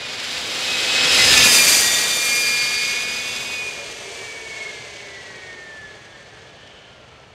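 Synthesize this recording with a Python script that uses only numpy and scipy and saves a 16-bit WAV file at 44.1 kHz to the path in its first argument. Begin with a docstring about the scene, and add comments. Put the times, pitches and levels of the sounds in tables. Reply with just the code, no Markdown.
"""Electric go-kart at night

An electric go-kart comes down a street, passes close to the microphone, runs away and then coasts.
The teeth of its motor sprocket make the chain whine and rattle; the frame rings and the tyres roar.
Its wake buffets the microphone. A parked lorry and the hedges echo it, a trailer mirrors it,
and faint tones, hiss and ticks join the low wash of a quiet town. Sines make the tones, noise the rest."""
import sys
import numpy as np
from scipy import signal
from scipy.fft import rfft, irfft
from scipy.io import wavfile
from scipy.ndimage import map_coordinates

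SR = 44100
rng = np.random.default_rng(int(sys.argv[2]) if len(sys.argv) > 2 else 0)


def store_pcm(level_fs):
    """Save levels as 16-bit WAV."""
    pcm = np.round(np.clip(level_fs, -1, 1) * 32767).astype(np.int16)
    wavfile.write(sys.argv[1], SR, np.atleast_2d(pcm).T)


N = 323694
TIME = np.arange(N) / SR  # seconds
FREQS = np.maximum(np.fft.rfftfreq(N, 1 / SR), 1)  # Hz
TEETH = 10  # on the motor sprocket
SOUND_M_S = 343
NEAR_M = 4.97  # closer than about this, the level flattens out


def undb(db):
    """Turn decibels into a gain."""
    return 10 ** (np.asarray(db) / 20)


def curve(rows):
    """Draw lines through a table of (seconds, value, ..): one value per sample for each column."""
    seconds, *columns = np.transpose(rows)
    return np.squeeze([np.interp(TIME, seconds, column) for column in columns])


def unit(x):
    """Scale a sound to rms 1."""
    return x / np.std(x)


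def noise():
    """White noise."""
    return rng.standard_normal(N)


def walk(rate, size=8192):
    """A smooth random wander of spread about 1 that changes about rate times a second."""
    return unit(np.interp(2 * rate * TIME, np.arange(size), rng.standard_normal(size)))


def colour(x, points):
    """Filter a sound by a spectrum of (Hz, dB) points."""
    hz, db = np.transpose(points)
    gain = undb(np.interp(np.log(FREQS), np.log(hz), db))
    return irfft(rfft(x) * gain, N)


def band(x, lo_hz, hi_hz):
    """Keep the part of a sound between two frequencies."""
    return irfft(rfft(x) * ((FREQS > lo_hz) & (FREQS < hi_hz)), N)


def resonance(hz, centre, width):
    """Power response of one resonance, 1 at its centre."""
    return 1 / (1 + (2 * (hz - centre) / width) ** 2)


def delay(x, seconds):
    """The same sound, later."""
    return np.interp(TIME - seconds, TIME, x, left=0)


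def swell(at, half):
    """A bell-shaped rise and fall around one moment, 1 at its top."""
    return np.exp(-((TIME - at) / half) ** 2)


def by_side(facing, values):
    """Blend between the values of the sides that the kart shows."""
    return np.interp(facing, np.arange(len(values)), values)


def tone(turns, order, smear, smear_hz=34):
    """A sine at a multiple of a turning rate, rms about 1; random sidebands smear its pitch."""
    rate = smear_hz * max(1, order / TEETH)  # high multiples smear over a wider band
    angle = 2 * np.pi * (order * turns + rng.random())
    steady = (np.sqrt(2) + smear * walk(rate)) * np.sin(angle)
    smeared = smear * walk(rate) * np.cos(angle)
    return (steady + smeared) / np.sqrt(1 + smear ** 2)


# Colour of the town's wash. Each row: frequency in Hz, level in dB.
TOWN = [(25, -27.5), (45, -1.5), (75, 4), (120, 5.5), (250, -6), (380, -9.5), (620, 2), (1100, -17.5),
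        (2000, -14.5), (3000, -9), (4200, -29), (8500, -33), (10500, -40.5), (15000, -54.5)]
# A faint far-off tone. Each row: time in seconds, pitch in Hz, level in dB.
FAR_TONE = [(0, 1022, -89.5), (4.2, 950, -54), (4.6, 979.4, -60), (5.3, 1103, -58), (5.6, 1180, -67),
            (7.34, 1168, -94)]
TOWN_DB = -49.5


def town():
    """The low wash of a town at night is filtered noise, with one faint gliding sine in it."""
    hz, db = curve(FAR_TONE)
    wash = unit(colour(noise(), TOWN)) * undb(TOWN_DB + .7 * walk(2.7))
    return wash + undb(db) * tone(np.cumsum(hz) / SR, 1.0, 0.94)


# One faint hiss: middle in seconds, half length in seconds, centre in Hz, width in Hz,
# level in dB at the top of the swell.
FAR_HISS = (6.77, .27, 3050, 600, -52)


def far_hiss():
    """A narrow band of noise swells and fades in the distance."""
    at, half, hz, width_hz, db = FAR_HISS
    hiss = unit(irfft(rfft(noise()) * resonance(FREQS, hz, width_hz), N))
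    return hiss * undb(db + 1.3 * walk(8.9)) * swell(at, half)


# Small dry ticks. Each row: start in seconds, level in dB before colouring.
CLICKS = [(6.674, -35), (6.934, -46), (7.199, -47)]


def clicks(decay_s=0.004):
    """Each dry tick is a burst of noise that dies away within milliseconds."""
    bursts = sum(undb(db) * (TIME > s) * np.exp(-np.abs(TIME - s) / decay_s) for s, db in CLICKS)
    spectrum = [(500, -18), (2500, 0), (6000, 2), (7500, -12), (9000, -18), (15000, -35)]
    return colour(noise() * bursts, spectrum)


# Low hums around and after the closing of the throttle.
# Each row: middle in seconds, half length in seconds, nominal pitch in Hz, level in dB.
HUMS = [(3.82, .11, 587, -46), (4.01, .08, 595, -50), (4.12, .12, 708, -50), (4.14, .1, 407, -46.5),
        (4.76, .2, 700, -54), (5.02, .22, 598, -51)]


def hums(smear=0.26):
    """Soft low tones of steady pitch swell and fade."""
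    # each tone sounds slightly below its nominal pitch
    return sum(undb(db) * swell(at, half) * tone(hz * TIME, 0.97, smear) for at, half, hz, db in HUMS)


GUST_S, GUST_ATTACK_S, GUST_HOLD_S, GUST_RELEASE_S = 1.19, 0.057, 0.27, .04
GUST_DB, DRAUGHT_DB = -36, -39.5  # the draught's level is before the loss with distance


def wake(spread_db):
    """Air pushed over the microphone makes a short low buffet over a weak draught."""
    spectrum = [(25, -40.5), (36, -23), (60, -1.0), (110, -5.0), (230, -6.0), (500, -13.5), (2000, -54.0)]
    rumble = unit(colour(noise(), spectrum))
    early = np.maximum(GUST_S - TIME, 0)
    late = np.maximum(TIME - GUST_S - GUST_HOLD_S, 0)
    gust = undb(GUST_DB) * np.exp(-early / GUST_ATTACK_S - late / GUST_RELEASE_S)
    push = gust + undb(DRAUGHT_DB + spread_db)
    return rumble * push * undb(2 * walk(11))


# Level of the clear echo off the lorry. 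Each row: time in seconds, level against the direct sound in dB.
ECHO = [(0, -26), (3.9, -24), (4.42, -15), (4.58, -5), (4.67, -4.5), (4.8, -12), (5.1, -15), (7.34, -16)]
ECHO_S = .06023  # extra travel time of the echo


def street(x, t60=0.56, wet_db=-17):
    """Add one clear echo from the lorry, and a thin decaying scatter from hedges and kerbs."""
    t = TIME[:SR]
    grain = colour(noise(), [(100, -4.5), (2500, -5.0), (6000, 1.5), (15000, -24.5)])[:SR]
    scatter = grain * undb(-60 * t / t60) * (t > .015)
    tail = signal.fftconvolve(x, scatter / np.linalg.norm(scatter))[:N]
    return x + undb(curve(ECHO)) * delay(x, ECHO_S) + undb(wet_db) * tail


KERB_M = 2.68  # closest distance of the kart
MIRROR_M, MIRROR_REACH_M = 9, 9.3  # closest distance of the mirror image, reach of the reflection
MIRROR_DB = -7  # before the losses with distance


def trailer(x, metres):
    """A trailer parked across the road reflects the kart: the longer path has its own Doppler shift,
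    so the tones split as the kart goes by."""
    mirrored = np.sqrt(metres ** 2 - KERB_M ** 2 + MIRROR_M ** 2)
    reach = np.exp(-(metres / MIRROR_REACH_M) ** 2)
    gain = undb(MIRROR_DB) * reach * np.hypot(metres, NEAR_M) / np.hypot(mirrored, NEAR_M)
    extra_s = (mirrored - metres) / SOUND_M_S
    return gain * map_coordinates(x, [(TIME - extra_s) * SR], mode="nearest")


# Colour of the tyre roar. Each row: frequency in Hz, level in dB.
TYRES = [(40, -31), (70, -9), (130, -4), (270, -3), (500, 2), (800, -0.5), (1300, -2.5), (2200, -5),
         (5000, -16.5), (10000, -50)]


def tyres(roar_db, patchy_db=1.0):
    """Small slick tyres roar on patchy asphalt: filtered noise of uneven level."""
    x = colour(noise(), TYRES)
    x = x / np.std(band(x, 600, 1300))
    return x * undb(roar_db + patchy_db * walk(39))


# Resonances of frame and motor mount. Each row: centre in Hz, width in Hz,
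# lift in dB for a tone that slides through, strength of its own ring in dB against the other rows.
FRAME = [(424, 76, 11.5, 3.5), (589, 22, 7, -1), (699, 25, 3, -5.5), (1737, 227, 8.5, -2),
         (2199, 136, 8.5, -1.5), (2780, 41, 4.5, -16), (3210, 500, 4.5, -10), (3457, 106, 12.5, -10),
         (4390, 450, 1, -9.5)]
FRAME_TAUT_DB, FRAME_SLACK_DB = -34, -23.5  # under a taut and a slack chain, before distance and speed
FRAME_FALL = 0.42  # share of the fall with distance that the ring follows
FRAME_SPEED_POWER = 2.87  # dB lost for each dB that the motor slows


def lift(hz):
    """Decibels that the frame's resonances add to a tone."""
    return sum(db * resonance(hz, f, w) for f, w, db, _ in FRAME)


def frame(throttle, spread_db, speed_db):
    """Tubes and floor pan ring at fixed pitches, whatever the speed; a slack chain shakes them hardest."""
    shape = sum(undb(db) * resonance(FREQS, f, w) for f, w, _, db in FRAME)
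    ring = unit(irfft(rfft(noise()) * shape, N))
    shake_db = throttle * FRAME_TAUT_DB + (1 - throttle) * FRAME_SLACK_DB + FRAME_SPEED_POWER * speed_db
    return ring * undb(shake_db + FRAME_FALL * spread_db + 1.0 * walk(13))


# Depth of the kart's directional lobes for tones and rattle, and changes per second.
LOBE_TONE_DB, LOBE_RATTLE_DB, LOBE_RATE = 1.8, 1.1, 17


def lobe(close, depth_db):
    """A gain that comes and goes while the kart is close, with about the same mean power."""
    spread_db = depth_db * close
    return undb(spread_db * walk(LOBE_RATE) - spread_db ** 2 * np.log(10) / 20)


def lobes(x, close, count=14):
    """Give each band of the rattle its own lobes, which sweep over the microphone."""
    spectrum, centres = rfft(x), np.geomspace(1500, 14000, count)
    out = 0
    for weights in np.eye(count):
        part = irfft(spectrum * np.interp(FREQS, centres, weights), N)
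        out = out + part * lobe(close, LOBE_RATTLE_DB)
    return out


def air(x, shine, mid_power=0.93, top_power=1.62):
    """Scale the treble by a moving gain; the higher the band, the more it follows."""
    spectrum, centres = rfft(x), (4000, 7000, 12500)
    out = 0
    for weights, power in zip(np.eye(len(centres)), (0, mid_power, top_power)):
        out = out + irfft(spectrum * np.interp(FREQS, centres, weights), N) * shine ** power
    return out


# Colour of the rattle from ahead, from behind and with a slack chain.
# Each row: frequency in Hz, level in dB before the treble is scaled.
RATTLE_AHEAD = [(700, -30.5), (1400, -6), (2000, -3), (2600, -1), (3800, 0), (5000, -2.5), (6000, -7),
                (7500, -8), (8500, -12.5), (10200, -15), (11000, -20.5), (12700, -21.5), (15500, -30)]
RATTLE_BEHIND = [(700, -13), (1400, -5), (2300, 0.5), (3400, 1.5), (4100, 0), (4750, 1.5), (5400, -5),
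                 (6100, -2), (7200, -5.5), (8000, -8), (9500, -12), (10600, -19.5), (11900, -17),
                 (15500, -34.5)]
RATTLE_SLACK = [(700, -33), (1300, -32.5), (2200, 3), (3100, 2), (4300, -1.5), (5400, -4), (6300, -2.5),
                (7500, -8.5), (8700, -11), (9800, -23), (12000, -28.5), (15500, -51)]
# The rattle swells and fades, and so does its treble.
# Each row: time in seconds, change of level in dB, change of treble in dB before air() weighs it.
RATTLE_SWELL = [(0, 0.5, -2), (.42, 0.5, 1), (.8, 0, 0), (1.0, 1, -3.5), (1.13, 0.8, -0.5), (1.25, 3, -1.1),
                (1.41, 1.5, -0.4), (1.52, -1.5, 0.5), (1.62, -1.5, 0), (1.74, 0, 1), (2.05, -1, -1),
                (2.26, -1, 1), (2.42, -1.7, 1), (2.6, 1, -3), (2.95, 1.5, -3.5), (3.45, -0.5, 1),
                (3.85, 0, -1.5), (4.25, -0.5, 1.5), (4.6, 2.5, -1), (5.1, 4, -2.5), (5.68, 0.5, 0.5),
                (5.95, 1, 1), (6.9, 3, -2), (7.34, -1, 2)]


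def rattle(hz, turns, facing, throttle, body_db, treble_db,
           repeat=0.1, bite=0.44, flutter_db=0.94, sway_db=0.64):
    """Rollers clatter on the teeth: noise pulses at the tooth rate, and its treble dies with distance."""
    pulses = 1 + bite * np.cos(2 * np.pi * TEETH * turns)
    strikes = noise() * pulses * undb(flutter_db * walk(70))
    # inner and outer links alternate, so the clatter partly repeats every second tooth
    repeated = repeat * throttle * np.clip(facing + 0.2, 0, 1)
    strikes = strikes + repeated * delay(strikes, 2 / (TEETH * hz))
    behind = np.clip(facing - .5, 0, 1)
    parts = ((RATTLE_AHEAD, throttle * (1 - behind)), (RATTLE_BEHIND, throttle * behind),
             (RATTLE_SLACK, 1 - throttle))
    swell_db, shine_db = curve(RATTLE_SWELL)
    out = 0
    for spectrum, share in parts:
        x = colour(strikes, spectrum)
        x = x / np.std(band(x, 2900, 4300))  # body at rms 1
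        shine = undb(treble_db + shine_db) / np.std(band(x, 8000, 14000))
        out = out + share * air(x, shine)
    return out * undb(body_db + swell_db + sway_db * walk(8))


# Tones of the drive. Each row: multiple of the motor turn, then level against the rattle in dB, before
# the changes below, from ahead, beside, rear quarter, behind, far behind, and when coasting.
TONES = [(1, -20, -14.5, -19, -15, -13, -37), (2, -16, -19.5, -25.5, -15.5, -14, -13),
         (3, -21, -32, -21.5, -40, -36, -15), (5, -34, -19, -17.5, -14.5, -27, -20.5),
         (7, -29, -17.5, -18.5, -9, -17.5, -27.5), (8, -16, -13.5, -7.5, -14.5, -17, -12),
         (9, -16.5, -16, -16.5, -5.5, -7, -16.5), (11, -16.5, -5, -22, -14, 0, -9),
         (12, -12, -15.5, -31.5, -17, -10, -10.5), (13, -14, -16.5, -25, -12.5, -13, -23.5),
         (14, -25.5, -21.5, -26.5, -20, -13, -27.5), (15, -11.5, -6, -3, -7.5, -6, -30.5),
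         (19, -22, -7.5, -1.5, 3.5, -35, -34.5), (20, -7.5, .5, -3, 1, -2, -18),
         (21, -18, -6, -17, -5, -25.5, -19.5), (25, -27, -14, -7.5, -8, -11, -29.5),
         (26, -29.5, -4.5, -14, -24, -15, -25.5), (29, -4, -10.5, -4.5, -16, -29, -26.5),
         (30, -6.5, -23, -7, -11, -7, -29), (40, -10, -5.5, -5.5, -11, -16, -33),
         (50, -25, -11, -13, -17, -18, -31)]
# Single tones of the drive swell and fade: some briefly as the kart goes by, others while it coasts
# and they slide through the frame's resonances.
# Each row: multiple of the motor turn, middle in seconds, half length in seconds, change in dB.
TONE_SWELLS = [(7, 1.33, .08, 6), (7, 1.51, .035, 6), (8, 1.21, .07, 9), (8, 1.7, .12, -4),
               (8, 1.96, .07, 3), (8, 4.3, .22, 5), (8, 4.8, .07, 6), (8, 5.4, .25, 4), (9, 1.55, .04, 5),
               (9, 2.92, .16, 4), (9, 3.72, .17, 5), (11, 1.56, .07, 5), (11, 3.72, .1, -7),
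               (11, 6.3, .22, 5), (11, 1.4, .06, 3), (12, 5.45, .12, 8), (12, 6.36, .08, 9),
               (12, 6.65, .09, 8), (15, 1.42, .035, 7), (15, 1.61, .05, 3), (15, 1.75, .09, -10),
               (15, 2.12, .07, 3), (19, 1.62, .06, 4), (19, 1.84, .08, -7), (20, 1.65, .06, -7),
               (20, 1.92, .07, -6), (20, 2.24, .06, -6)]
# How far the drive tones stand out of the rattle. Each row: time in seconds, change in dB.
SINGING = [(0, -2.5), (.9, -1.5), (3.9, -3), (5.5, 4.5), (6.4, 1), (6.8, 2), (7.34, -8)]
# The tones around the octave of the tooth tone swell and fade together.
# Each row: time in seconds, change in dB.
OCTAVE_SWELL = [(0, -5), (.92, -3), (1.05, 3), (1.27, 3), (1.4, -1), (1.52, 1), (1.74, 3), (1.86, -1.5),
                (2.0, 1), (2.3, -3), (2.5, 1.5), (2.85, 1.5), (2.97, -3), (3.1, 2), (3.6, -1)]
# The tooth tone swells and fades. Each row: time in seconds, change in dB.
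TOOTH_SWELL = [(0, 7), (.4, -8), (.7, 8), (1.11, 2), (1.3, -1), (1.44, 2), (1.52, -2), (1.59, 4),
               (1.82, -5), (1.95, -1.5), (2.25, 3.5), (2.33, 4.5), (2.9, 4.5), (3.35, 0), (3.69, 8),
               (4.02, -12), (4.13, 1.5), (4.34, 3.5), (4.48, 1.5), (4.64, 5), (4.76, 0.5), (5.02, -3),
               (5.2, 11), (5.34, 3.5), (5.5, 7), (5.87, 7), (5.96, -2), (6.3, -4), (6.6, -9), (6.92, 2.5),
               (7.34, -1)]
# Smear of the tooth tone, ragged as the throttle closes.
# Each row: time in seconds, smear as a share before the roughness from ahead.
TOOTH_SMEAR = [(0, .34), (1.5, .3), (2.2, .22), (2.9, .28), (3.5, .6), (3.9, .5), (4.15, .25), (4.65, .3),
               (5.1, .4), (5.5, .15), (5.85, .13), (6.05, .5)]
TOOTH_COAST_DB = -0.5  # tooth tone against the rattle when coasting, before its swells
ROUGH_AHEAD = .9  # extra share of smear while the kart comes nearer
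HEAD_ON_TONE_DB = -20  # further screening by the seat, growing with pitch: this much at 10000 Hz


def whine(hz, turns, facing, throttle, close, head_on, chain_db, tooth_db, treble_db,
          smear=0.47, smear_growth=0.54, waver_db=-0.5):
    """Teeth strike the chain ten times a turn and uneven links smear the tone;
    the sprocket runs out of true, so other multiples of the turn sound too."""
    # from ahead the tones arrive by way of the road and the frame, which roughens them
    rough = 1 + ROUGH_AHEAD * np.clip(1.5 - facing, 0, 1)
    tooth_db = throttle * tooth_db + (1 - throttle) * TOOTH_COAST_DB
    tooth_db = tooth_db + lift(TEETH * hz) + curve(TOOTH_SWELL)
    tooth = tone(turns, TEETH, curve(TOOTH_SMEAR) * rough)
    out = tooth * undb(chain_db + tooth_db + waver_db * walk(7.7)) * lobe(close, LOBE_TONE_DB)
    singing_db, octave_db = chain_db + curve(SINGING), curve(OCTAVE_SWELL)
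    for order, *sides, coast_db in TONES:
        order = round(order)
        db = singing_db + throttle * by_side(facing, sides) + (1 - throttle) * coast_db
        db = db + lift(order * hz) + octave_db * (abs(order - 2 * TEETH) <= 1)
        for multiple, at, half, change_db in TONE_SWELLS:
            if multiple == order:
                db = db + change_db * swell(at, half)
        # the highest tones are screened and lost with distance like the treble of the rattle
        height = np.maximum(order * hz - 5500, 0) / 4500
        db = db + (treble_db + HEAD_ON_TONE_DB * head_on) * height
        # the high tones smear most; those under the tooth tone run cleaner without load
        load = (1 + 2 * throttle) / 3 if order < TEETH else 1
        blur = rough * smear * (order / TEETH) ** smear_growth * load
        # tones under the tooth tone spread more evenly, with shallower lobes
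        depth_db = LOBE_TONE_DB * min(order / TEETH, 1)
        out = out + undb(db) * tone(turns, order, blur) * lobe(close, depth_db)
    return out


METRES_PER_TURN, PASSES_S = .0669, 1.44  # road covered per motor turn, moment of closest approach


def path(motor_hz):
    """Distance (m), share of the front turned to the microphone (0-1) and Doppler factor."""
    along = np.cumsum(motor_hz) * METRES_PER_TURN / SR
    along = along - np.interp(PASSES_S, TIME, along)
    metres = np.hypot(along, KERB_M)
    doppler = 1 / (1 + np.gradient(metres, TIME) / SOUND_M_S)
    return metres, (1 - along / metres) / 2, doppler


HEAD_ON_DB, HEAD_ON_DEGREES = -2.5, 15.4  # seat screens the whole chain within about this angle


def aim(front):
    """How squarely the kart points at the microphone (0-1)."""
    off_axis = np.degrees(np.arccos(2 * front - 1))
    return np.exp(-(off_axis / HEAD_ON_DEGREES) ** 2)


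CHAIN_LOSS_DB_PER_M, SLACK_DB = 0.1378, -2.5  # a slack chain is quieter
# treble against the body, before air() weighs it: loss with distance, shadow of seat and driver, slack chain
TREBLE_LOSS_DB_PER_M, SHADOW_DB, SLACK_TREBLE_DB = 0.16, -10.5, 2.5


def chain_levels(body_db, treble_db, metres, front, throttle):
    """Level of the rattle and its treble after distance, slack and screening by seat and driver."""
    slack = 1 - throttle
    body_db = body_db + HEAD_ON_DB * aim(front) + SLACK_DB * slack - CHAIN_LOSS_DB_PER_M * metres
    treble_db = treble_db + SHADOW_DB * front + SLACK_TREBLE_DB * slack - TREBLE_LOSS_DB_PER_M * metres
    return body_db, treble_db


# The motor gains speed, then coasts down. Each row: time in seconds, turns per second.
MOTOR = [(0.0, 233.9), (0.7, 242.7), (1.85, 249.2), (2.7, 253.6), (3.3, 259.4), (3.52, 261.6),
         (3.65, 257.3), (3.95, 251.4), (4.6, 228.7), (4.85, 216.4), (5.6, 187.5), (6.3, 164.4),
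         (7.34, 132.0)]
# Side that the kart shows. Each row: time in seconds, side
# (0 ahead, 1 beside, 2 rear quarter, 3 behind, 4 far behind).
FACING = [(0, 0), (1.05, 0), (1.4, 1), (1.6, 1), (1.85, 2), (2.15, 2), (2.35, 3), (2.85, 3), (3.35, 4)]
# Pull on the chain. Each row: time in seconds, pull from 0 to 1.
THROTTLE = [(0, 0.99), (3.56, 0.97), (3.585, 0.52), (4.0, 0.21), (4.15, 0.02), (7.34, 0.07)]
# Sound sent to each side; the rows are ahead, beside, rear quarter, behind, far behind.
# Each row: tyre roar in dB and chain rattle in dB, both before distance and speed, treble of the rattle
# against its body in dB before screening and distance, tooth tone against the rattle in dB before its swells.
SIDES = [(-15, -1.66, 0.5, -10.5), (-15.5, -4.5, 1.5, -2), (-16.5, -4, -0.8, -3.5), (-16.5, -2.5, 0, 1.5),
         (-13, -1.58, -2.5, 0.5)]
CHAIN_SPEED_POWER, TYRE_SPEED_POWER = 1.52, 0.69  # dB lost for each dB that the motor slows
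LOBE_REACH_M = 6.5  # the lobes are heard within about this distance


def scene():
    """The kart in the street, over the wash of the town; both channels alike."""
    motor_hz, facing, throttle = curve(MOTOR), curve(FACING), np.clip(curve(THROTTLE), 0, 1)
    metres, front, doppler = path(motor_hz)
    hz = motor_hz * doppler
    # levels follow distance, speed and the side that the kart shows
    spread_db = -20 * np.log10(np.hypot(metres, NEAR_M))
    speed_db = 20 * np.log10(motor_hz / motor_hz.max())
    tyre_db, chain_db, treble_db, tooth_db = (by_side(facing, column) for column in np.transpose(SIDES))
    tyre_db = tyre_db + spread_db + TYRE_SPEED_POWER * speed_db
    chain_db = chain_db + spread_db + CHAIN_SPEED_POWER * speed_db
    chain_db, treble_db = chain_levels(chain_db, treble_db, metres, front, throttle)
    # bumps in the road make the motor speed tremble, and under load it also wanders
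    wander = .0013 * throttle * walk(6)
    turns = np.cumsum(hz * (1 + 0.00061 * walk(33) + wander)) / SR
    close = np.exp(-(metres / LOBE_REACH_M) ** 4)
    background = town() + far_hiss() + clicks() + hums() + wake(spread_db)
    clatter = lobes(rattle(hz, turns, facing, throttle, chain_db, treble_db), close)
    drive = whine(hz, turns, facing, throttle, close, aim(front), chain_db, tooth_db, treble_db)
    kart = tyres(tyre_db) + frame(throttle, spread_db, speed_db) + clatter + drive
    mono = background + street(kart) + trailer(kart, metres)
    return np.array([mono, mono])


TOP_HZ = 15620


def record(dry):
    """The recorder rounds the highest peaks and cuts the rumble and the top."""
    rounded = dry / (1 + (dry / .78) ** 8) ** (1 / 8)
    rounded = signal.sosfilt(signal.butter(4, 36, "highpass", fs=SR, output="sos"), rounded)
    return signal.sosfilt(signal.ellip(12, .1, 80, TOP_HZ, fs=SR, output="sos"), rounded)


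dry = scene()
out = record(dry)
store_pcm(out)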